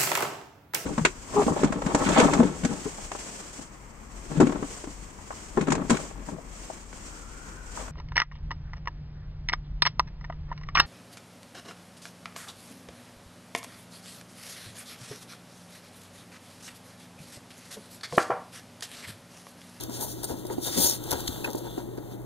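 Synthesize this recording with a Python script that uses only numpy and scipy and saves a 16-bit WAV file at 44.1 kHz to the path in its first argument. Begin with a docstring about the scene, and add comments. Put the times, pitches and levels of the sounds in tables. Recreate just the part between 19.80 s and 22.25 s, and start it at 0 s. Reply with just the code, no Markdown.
"""Crackles and swishes: a hand sweeps through loose foam packing peanuts on a quilt, heard close in wide stereo.
Foam sounds are dense random slip clicks, shaped by swells and spectra; squeezed peanuts ring as damped modes
and rubbed ones as noise-driven resonances. Soft bumps are damped low sines. A slow drag then dies away.
Under it lie the low rumble and mains hum of a small room: coloured noise and a sine."""
import sys
import numpy as np
from scipy import signal
from scipy.fft import rfft, irfft
from scipy.io import wavfile

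SR = 44100
rng = np.random.default_rng(int(sys.argv[2]) if len(sys.argv) > 2 else 0)


def file_out(sig):
    """Save sig as 16-bit WAV at sys.argv[1]."""
    # one column per channel
    cols = np.atleast_2d(sig).T
    # limit, then scale
    lim = np.clip(cols, -1, 1)
    pcm = np.round(lim * 32767).astype(np.int16)
    wavfile.write(sys.argv[1], SR, pcm)


N = 108045
T = np.arange(N) / SR  # s
HZ = np.fft.rfftfreq(N, 1 / SR)


def amp(db):
    """Decibels to gain."""
    return 10 ** (np.asarray(db) / 20)


def unit(x):
    """Scales to an rms of one."""
    return x / np.sqrt(np.mean(x ** 2) + 1e-20)


def read(points):
    """Interpolates (freq_hz, value) points on a log frequency axis."""
    freq_hz, value = np.transpose(points)
    return np.interp(np.log(HZ + 1), np.log(freq_hz + 1), value)


def colour(x, points, tilt_db_per_octave=0):
    """Filters by a spectrum, tilted above 250 Hz, at unit power gain for white input."""
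    octaves = np.log2(np.maximum(HZ, 250))
    gain = unit(amp(read(points) + tilt_db_per_octave * octaves))
    return irfft(rfft(x) * gain, N)


def swell(peak_s, rise_s, fall_s):
    """A bell-shaped envelope with its own rise and fall."""
    width_s = np.where(T < peak_s, rise_s, fall_s)
    return np.exp(-((T - peak_s) / width_s) ** 2)


def slow_noise(scale_s):
    """Low-passed noise of unit rms: a random drift on the given time scale."""
    spectrum = rfft(rng.standard_normal(N))
    return unit(irfft(spectrum / (1 + (HZ * scale_s) ** 2), N))


def slips(clump_db):
    """Dense stick-slip clicks of random size and sign that come in clumps, as two channels of unrelated clicks."""
    slips_per_s, spread_db, clump_s = 16000, 3.5, 0.0013
    size = amp(spread_db * np.minimum(rng.exponential(1, (2, N)), 4))
    sign = rng.choice([-1, 1], (2, N))
    clicks = size * sign * (rng.random((2, N)) < slips_per_s / SR)
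    return unit(clicks * amp(clump_db * slow_noise(clump_s)))


def room(x, wet_db, t60_s):
    """Adds a short tail of sparse, decaying reflections, from 4 ms on."""
    reflections_per_s = 2000
    t = T[:SR // 3]
    taps = rng.standard_normal((2, len(t))) * (rng.random((2, len(t))) < reflections_per_s / SR)
    taps *= amp(-60 * t / t60_s) * (t > .004)
    tail = taps / np.linalg.norm(taps, axis=1, keepdims=True)
    return x + amp(wet_db) * signal.fftconvolve(x, tail, axes=1)[:, :N]


def background():
    """Steady room rumble is coloured noise; the mains hum is one sine, added alike to both channels."""
    rumble_db, hum_hz, hum_db = -38.5, 121.14, -47.5
    # rumble spectrum: freq_hz, relative density_db
    rumble_spectrum = [(20, -16), (36, -19), (52, 1), (68, -12.5), (100, -6.5), (160, -5.5), (210, -4.5),
                       (260, -3.5), (340, 4.5), (460, -6), (600, -9), (740, -12), (930, -16), (1200, -24.5),
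                       (2000, -30), (3600, -43.5), (7000, -38), (15400, -31)]
    rumble = amp(rumble_db) * colour(rng.standard_normal((2, N)), rumble_spectrum)
    hum = amp(hum_db) * np.sqrt(2) * np.sin(2 * np.pi * (hum_hz * T + rng.random()))
    return rumble + hum


def knock(start_s, pitch_hz):
    """A cushioned knock: a soft rise, then quickly damped low cycles and a quieter overtone that fades with
    them."""
    rise_s, cycles_to_60_db_down = 0.0024, 8.25
    overtone_ratio, overtone_db = 2.27, -7.5
    t = np.maximum(T - start_s, 0)
    phase = 2 * np.pi * pitch_hz * t
    fade = amp(-60 * pitch_hz * t / cycles_to_60_db_down)
    rise = 1 - np.exp(-(t / rise_s) ** 2)
    overtone = amp(overtone_db) * fade * np.sin(overtone_ratio * phase)
    return rise * fade * (np.sin(phase) + overtone)


def bumps():
    """Each soft knock sounds in the two channels with its own balance and lag."""
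    # soft bumps: start_s, level_db, pitch_hz, right_minus_left_db, right_lag_s
    bump_rows = [(0.0932, -18.5, 267, -6, 0.0007), (.501, -17.5, 296, -4, 0.00074),
                 (0.514, -30, 95, 1.5, .002), (0.5377, -15, 287, -8, 0.00071),
                 (.650, -16, 343, -7, 0.00063), (.701, -20.5, 398, 3.5, 0.00058),
                 (.726, -17.5, 383, -1, .0007), (0.78, -12, 333, 5, 0.0012),
                 (0.974, -11, 260, -12, 0.00084), (0.9842, -17, 190, -1, 0.0014),
                 (0.9948, -17, 200, -3, 0.00058), (1.031, -32, 83, 0, 0.0022),
                 (1.319, -22.5, 117, -1, 0.0016), (1.342, -25, 273, -4, 0.0013),
                 (1.344, -31, 79, -4, 0.0015), (1.483, -29.5, 85, -1.5, 0.0018),
                 (1.489, -15, 302, -4.5, .0008), (1.676, -36, 404, -5, 0.00096),
                 (1.747, -12, 364, 4, 0.00084), (1.977, -14, 340, 1, 0.00088),
                 (2.1785, -13, 319, -7, 0.00082)]
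    out = np.zeros((2, N))
    for start_s, level_db, pitch_hz, right_db, lag_s in bump_rows:
        left = knock(start_s, pitch_hz)
        right = amp(right_db) * knock(start_s + lag_s, pitch_hz)
        out += amp(level_db) * np.array([left, right])
    return out


def scuffs():
    """Peanuts pushed over the quilt make a dull, lumpy rustle of strongly clumped slips."""
    # scuffs of foam on cloth: peak_s, rise_s, fall_s, level_db, tilt_db_per_octave
    scuff_rows = [(0.106, 0.0088, 0.016, -42.5, 5), (0.221, 0.053, 0.055, -36.5, 3.5),
                  (0.44, 0.01, 0.014, -34, 4.5), (0.502, .012, 0.044, -32, 2),
                  (.725, 0.037, 0.022, -32.5, 2), (0.874, 0.015, 0.025, -31.5, 6),
                  (0.978, 0.014, 0.03, -30, -9), (1.04, 0.082, 0.08, -30.5, 1),
                  (1.27, 0.042, 0.1, -42.5, 1.5), (1.322, 0.0059, 0.044, -32.5, 5),
                  (1.332, 0.04, 0.0052, -36, 8), (1.41, 0.11, 0.055, -41.5, 3.5),
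                  (1.55, 0.071, 0.39, -41.5, 2), (1.647, 0.006, 0.019, -34, 6),
                  (1.679, 0.0035, 0.018, -29.5, 0.5), (1.77, 0.011, 0.049, -46, 1.5),
                  (1.871, 0.025, 0.015, -40.5, 5), (1.984, 0.0058, 0.03, -40.5, 5),
                  (2.18, 0.0069, 0.014, -36, 2.5), (2.32, 0.015, 0.021, -48, 7)]
    # scuff spectrum: freq_hz, relative density_db
    scuff_spectrum = [(50, -20), (130, -20), (220, 1.5), (350, 4), (600, -1), (740, -8), (930, -4.5),
                      (1170, -21.5), (1500, -18), (2100, -31.5), (4000, -34), (15000, -51)]
    grain = slips(clump_db=3.0)
    return sum(amp(level_db) * colour(grain * swell(peak_s, rise_s, fall_s), scuff_spectrum, tilt)
               for peak_s, rise_s, fall_s, level_db, tilt in scuff_rows)


def drag():
    """A slow slide of lightly clumped slips whose level follows a curve and dies away."""
    # drag level curve: time_s, level_db
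    drag_curve = [(1.12, -48), (1.2, -43.5), (1.29, -38), (1.36, -38), (1.405, -34), (1.429, -40),
                  (1.52, -37.5), (1.6, -40.5), (1.78, -44), (1.82, -47), (1.98, -46), (2.08, -55),
                  (2.2, -55.5), (2.31, -53.5), (2.345, -51.5), (2.37, -60.5)]
    # slide spectrum: freq_hz, relative density_db
    slide_spectrum = [(400, 4.5), (1500, 0.5), (2100, -14), (3600, 4.5), (5200, -6.5), (6500, -0.5),
                      (8000, -0.5), (10000, -2), (12500, 0.5), (15400, -0.5)]
    time_s, level_db = np.transpose(drag_curve)
    return colour(slips(clump_db=1.0) * amp(np.interp(T, time_s, level_db)), slide_spectrum)


def crackles():
    """A peanut catches and lets go in a short burst of slips."""
    # crackles of single peanuts: peak_s, half_length_s, level_db
    crackle_rows = [(.010, 0.00096, -30), (0.037, 0.0012, -26), (0.098, .0012, -36.5), (0.211, 0.0019, -25),
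                    (0.434, 0.0033, -30.5), (0.444, 0.0017, -23), (0.452, 0.005, -33), (0.655, .002, -41),
                    (0.669, 0.0026, -38), (0.837, 0.018, -33.5), (0.869, 0.0039, -28), (1.089, 0.0018, -29),
                    (1.098, 0.001, -15.5), (1.112, 0.0025, -21.5), (1.24, 0.0023, -31),
                    (1.311, 0.0035, -22.5), (1.317, 0.0016, -18), (1.329, 0.0034, -26.5),
                    (1.334, 0.0015, -26), (1.406, 0.0014, -27.5), (1.475, 0.0016, -29.5),
                    (1.481, 0.003, -29), (1.483, 0.0012, -44), (1.646, 0.0023, -33), (1.704, 0.0015, -31.5),
                    (1.712, .001, -33.5), (1.733, 0.0016, -33), (1.755, 0.0023, -36), (1.76, .001, -37),
                    (1.783, 0.0088, -38.5), (1.791, 0.0011, -39), (2.176, 0.0022, -46), (2.419, .001, -47)]
    # snap spectrum: freq_hz, relative density_db
    snap_spectrum = [(500, -12), (2000, -31.5), (3600, -0.5), (5200, 1.5), (8000, 2), (9500, 3.5),
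                     (11500, 5), (13000, 3.5), (15400, 0.5)]
    bursts = sum(amp(level_db) * swell(peak_s, half_s, half_s) for peak_s, half_s, level_db in crackle_rows)
    return colour(bursts * slips(clump_db=0), snap_spectrum)


def pops():
    """A squeezed peanut pops hollowly: a few quick slips set its damped modes ringing."""
    # pops of squeezed peanuts: start_s, level_db, pitch_hz
    pop_rows = [(.093, -34, 637), (.65, -32, 617), (.7, -31.5, 844), (.722, -36, 820), (.98, -27, 522),
                (1.311, -20, 3500), (1.3148, -20, 3750), (1.321, -26, 1480), (1.323, -27, 910),
                (1.326, -34, 3650), (1.33, -21.5, 920), (1.336, -26, 3420), (1.477, -15, 3560),
                (1.478, -36, 2700), (1.4792, -13, 4130), (1.481, -23, 5030), (1.559, -36, 1340),
                (1.644, -24, 1680), (1.646, -23, 2640), (1.659, -27, 1000), (1.658, -45, 2640),
                (1.675, -27.5, 794), (1.676, -36, 1730), (1.691, -32, 835), (1.748, -28, 607),
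                (1.978, -37, 1670), (1.977, -31, 730), (2.178, -36, 590)]
    # modes of a peanut: pitch_ratio, level_db, cycles of the pitch until 60 dB down
    mode_rows = [(.6, -28, 1), (0.999, -2.5, 27.5), (1.5, -6, 17)]
    slip_decay_s, slips_per_s = .002, 8000
    out, t = np.zeros((2, N)), T[:SR // 20]
    for start_s, level_db, pitch_hz in pop_rows:
        hits = rng.standard_normal(len(t)) * (rng.random(len(t)) < slips_per_s / SR)
        drive = hits * np.exp(-t / slip_decay_s)
        for ratio, mode_db, cycles in mode_rows:
            mode = amp(-60 * pitch_hz * t / cycles) * np.exp(2j * np.pi * pitch_hz * ratio * t)
            ring = signal.fftconvolve(drive, mode)[:len(t)]
            # same energy as the plain mode, whatever the slips drawn
            ring *= amp(level_db + mode_db) * np.linalg.norm(mode) / np.linalg.norm(ring)
            out[:, round(start_s * SR):][:, :len(t)] += [ring.imag, ring.real]
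    return out


def rasps():
    """Friction noise drives the resonance of one peanut, whose pitch wanders as the pressure on it changes."""
    # rasps of rubbed peanuts: peak_s, half_length_s, level_db, pitch_hz, width_hz (of each of two poles)
    rasp_rows = [(.15, 0.028, -53, 7340, 350), (0.227, .025, -40, 11400, 500),
                 (0.31, 0.038, -54.5, 5400, 400), (0.446, 0.0095, -33, 8800, 353),
                 (.447, .01, -37, 12800, 300), (0.674, .012, -48, 9300, 350),
                 (0.877, 0.035, -37.5, 3640, 200), (0.946, 0.018, -65, 2700, 250),
                 (1.025, 0.028, -30, 8980, 400), (1.068, 0.036, -29, 6620, 260),
                 (1.09, 0.038, -31.5, 5440, 450), (1.649, 0.0075, -31, 2580, 130),
                 (1.9, 0.073, -53.5, 3460, 350)]
    wander_share, wander_s = .009, .012  # rms share of the pitch, time scale
    out = 0
    for peak_s, half_s, level_db, pitch_hz, width_hz in rasp_rows:
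        wandering_hz = pitch_hz * (1 + wander_share * slow_noise(wander_s))
        carrier = np.exp(2j * np.pi * np.cumsum(wandering_hz) / SR)
        pole = np.exp(-np.pi * width_hz / SR)
        ring = signal.lfilter([1], [1, -2 * pole, pole * pole], rng.standard_normal((2, N)))
        out = out + amp(level_db) * swell(peak_s, half_s, half_s) * unit((ring * carrier).real)
    return out


def sweeps():
    """Foam rubbing on foam swishes with each move of the hand, and ripples with the short ring of the heap."""
    # sweeps of the hand: peak_s, rise_s, fall_s, level_db, tilt_db_per_octave
    sweep_rows = [(.02, 0.074, 0.037, -39.5, -4), (.155, 0.043, 0.041, -36.5, -2),
                  (0.224, 0.021, 0.031, -27, 4), (.3, 0.036, 0.042, -35, 1.5),
                  (.40, 0.045, 0.08, -47.5, -3), (.5, 0.025, 0.038, -37.5, -0.5),
                  (.59, 0.024, 0.025, -45.5, 0), (.68, 0.013, 0.022, -47, 7),
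                  (.73, 0.021, 0.015, -40.5, -2), (.785, 0.018, 0.01, -47.5, -8),
                  (0.87, 0.044, 0.029, -29, 0), (0.949, 0.043, 0.03, -30, -3.5),
                  (.981, 0.0097, 0.056, -24, 0), (1.045, 0.041, 0.047, -18, 2),
                  (1.13, 0.069, 0.038, -31, -1.5)]
    # swish spectrum: freq_hz, relative density_db
    swish_spectrum = [(300, -22), (1200, -14), (2000, -14), (2600, -13), (3000, -11), (3600, -4),
                      (4300, -5), (5200, -3), (6100, -4), (6600, 0), (7900, -8), (8900, 1), (10200, -3),
                      (12200, -4), (12900, -1), (14000, -4), (15400, -3)]
    grain = unit(room(slips(clump_db=1.45), wet_db=-8, t60_s=0.043))
    return sum(amp(level_db) * colour(grain * swell(peak_s, rise_s, fall_s), swish_spectrum, tilt)
               for peak_s, rise_s, fall_s, level_db, tilt in sweep_rows)


def widen(x):
    """Makes a wide stereo pair: the right is a delayed, phase-shifted, rebalanced mix of the two inputs."""
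    # share of the first input in the right channel: freq_hz, likeness (0-1)
    likeness_points = [(50, .2), (160, .97), (450, .95), (620, .2), (900, .93), (1150, .2), (1400, .95),
                       (1700, .85), (2000, .4), (2200, 1), (5500, 1), (6200, .4), (8000, .92), (9000, .9),
                       (11000, .6), (15000, .1)]
    # level balance: freq_hz, left_minus_right_db
    balance_points = [(50, 2), (120, -1.5), (300, 5), (480, 5.5), (640, 10), (950, 2), (1130, 5), (1400, 4),
                      (2000, 0), (5400, 0), (8000, 2.5), (11000, 6.5), (15400, 11)]
    # phase shift besides the delay: freq_hz, left_lead_rad
    lead_points = [(50, 1.1), (120, 1.3), (480, .6), (700, -1.1), (1100, -1.4), (1250, -2.9), (1700, -2),
                   (2450, -2.52), (15000, -2.52)]
    delay_s = .000368
    left, other = rfft(x)
    same = np.clip(read(likeness_points), 0, 1)
    lag = np.exp(-1j * (read(lead_points) + 2 * np.pi * HZ * delay_s))
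    mixed = same * left + np.sqrt(1 - same ** 2) * other
    right = mixed * lag / amp(read(balance_points))
    return irfft(np.array([left, right]), N)


def scene():
    """The foam in the room and the background, widened together; the bumps have their own stereo placing."""
    dry_foam = sweeps() + rasps() + drag() + scuffs() + crackles() + pops()
    foam = room(dry_foam, wet_db=-15.5, t60_s=0.062)
    return widen(foam + background()) + room(bumps(), wet_db=-10, t60_s=0.063)


def record(dry):
    """The recorder's band limit: a steep linear-phase low-pass."""
    edge_hz = 15650
    low_pass = signal.firwin(511, edge_hz, window=("kaiser", 9), fs=SR)
    return signal.oaconvolve(dry, low_pass[None], "same")


dry = scene()
out = record(dry)
file_out(out)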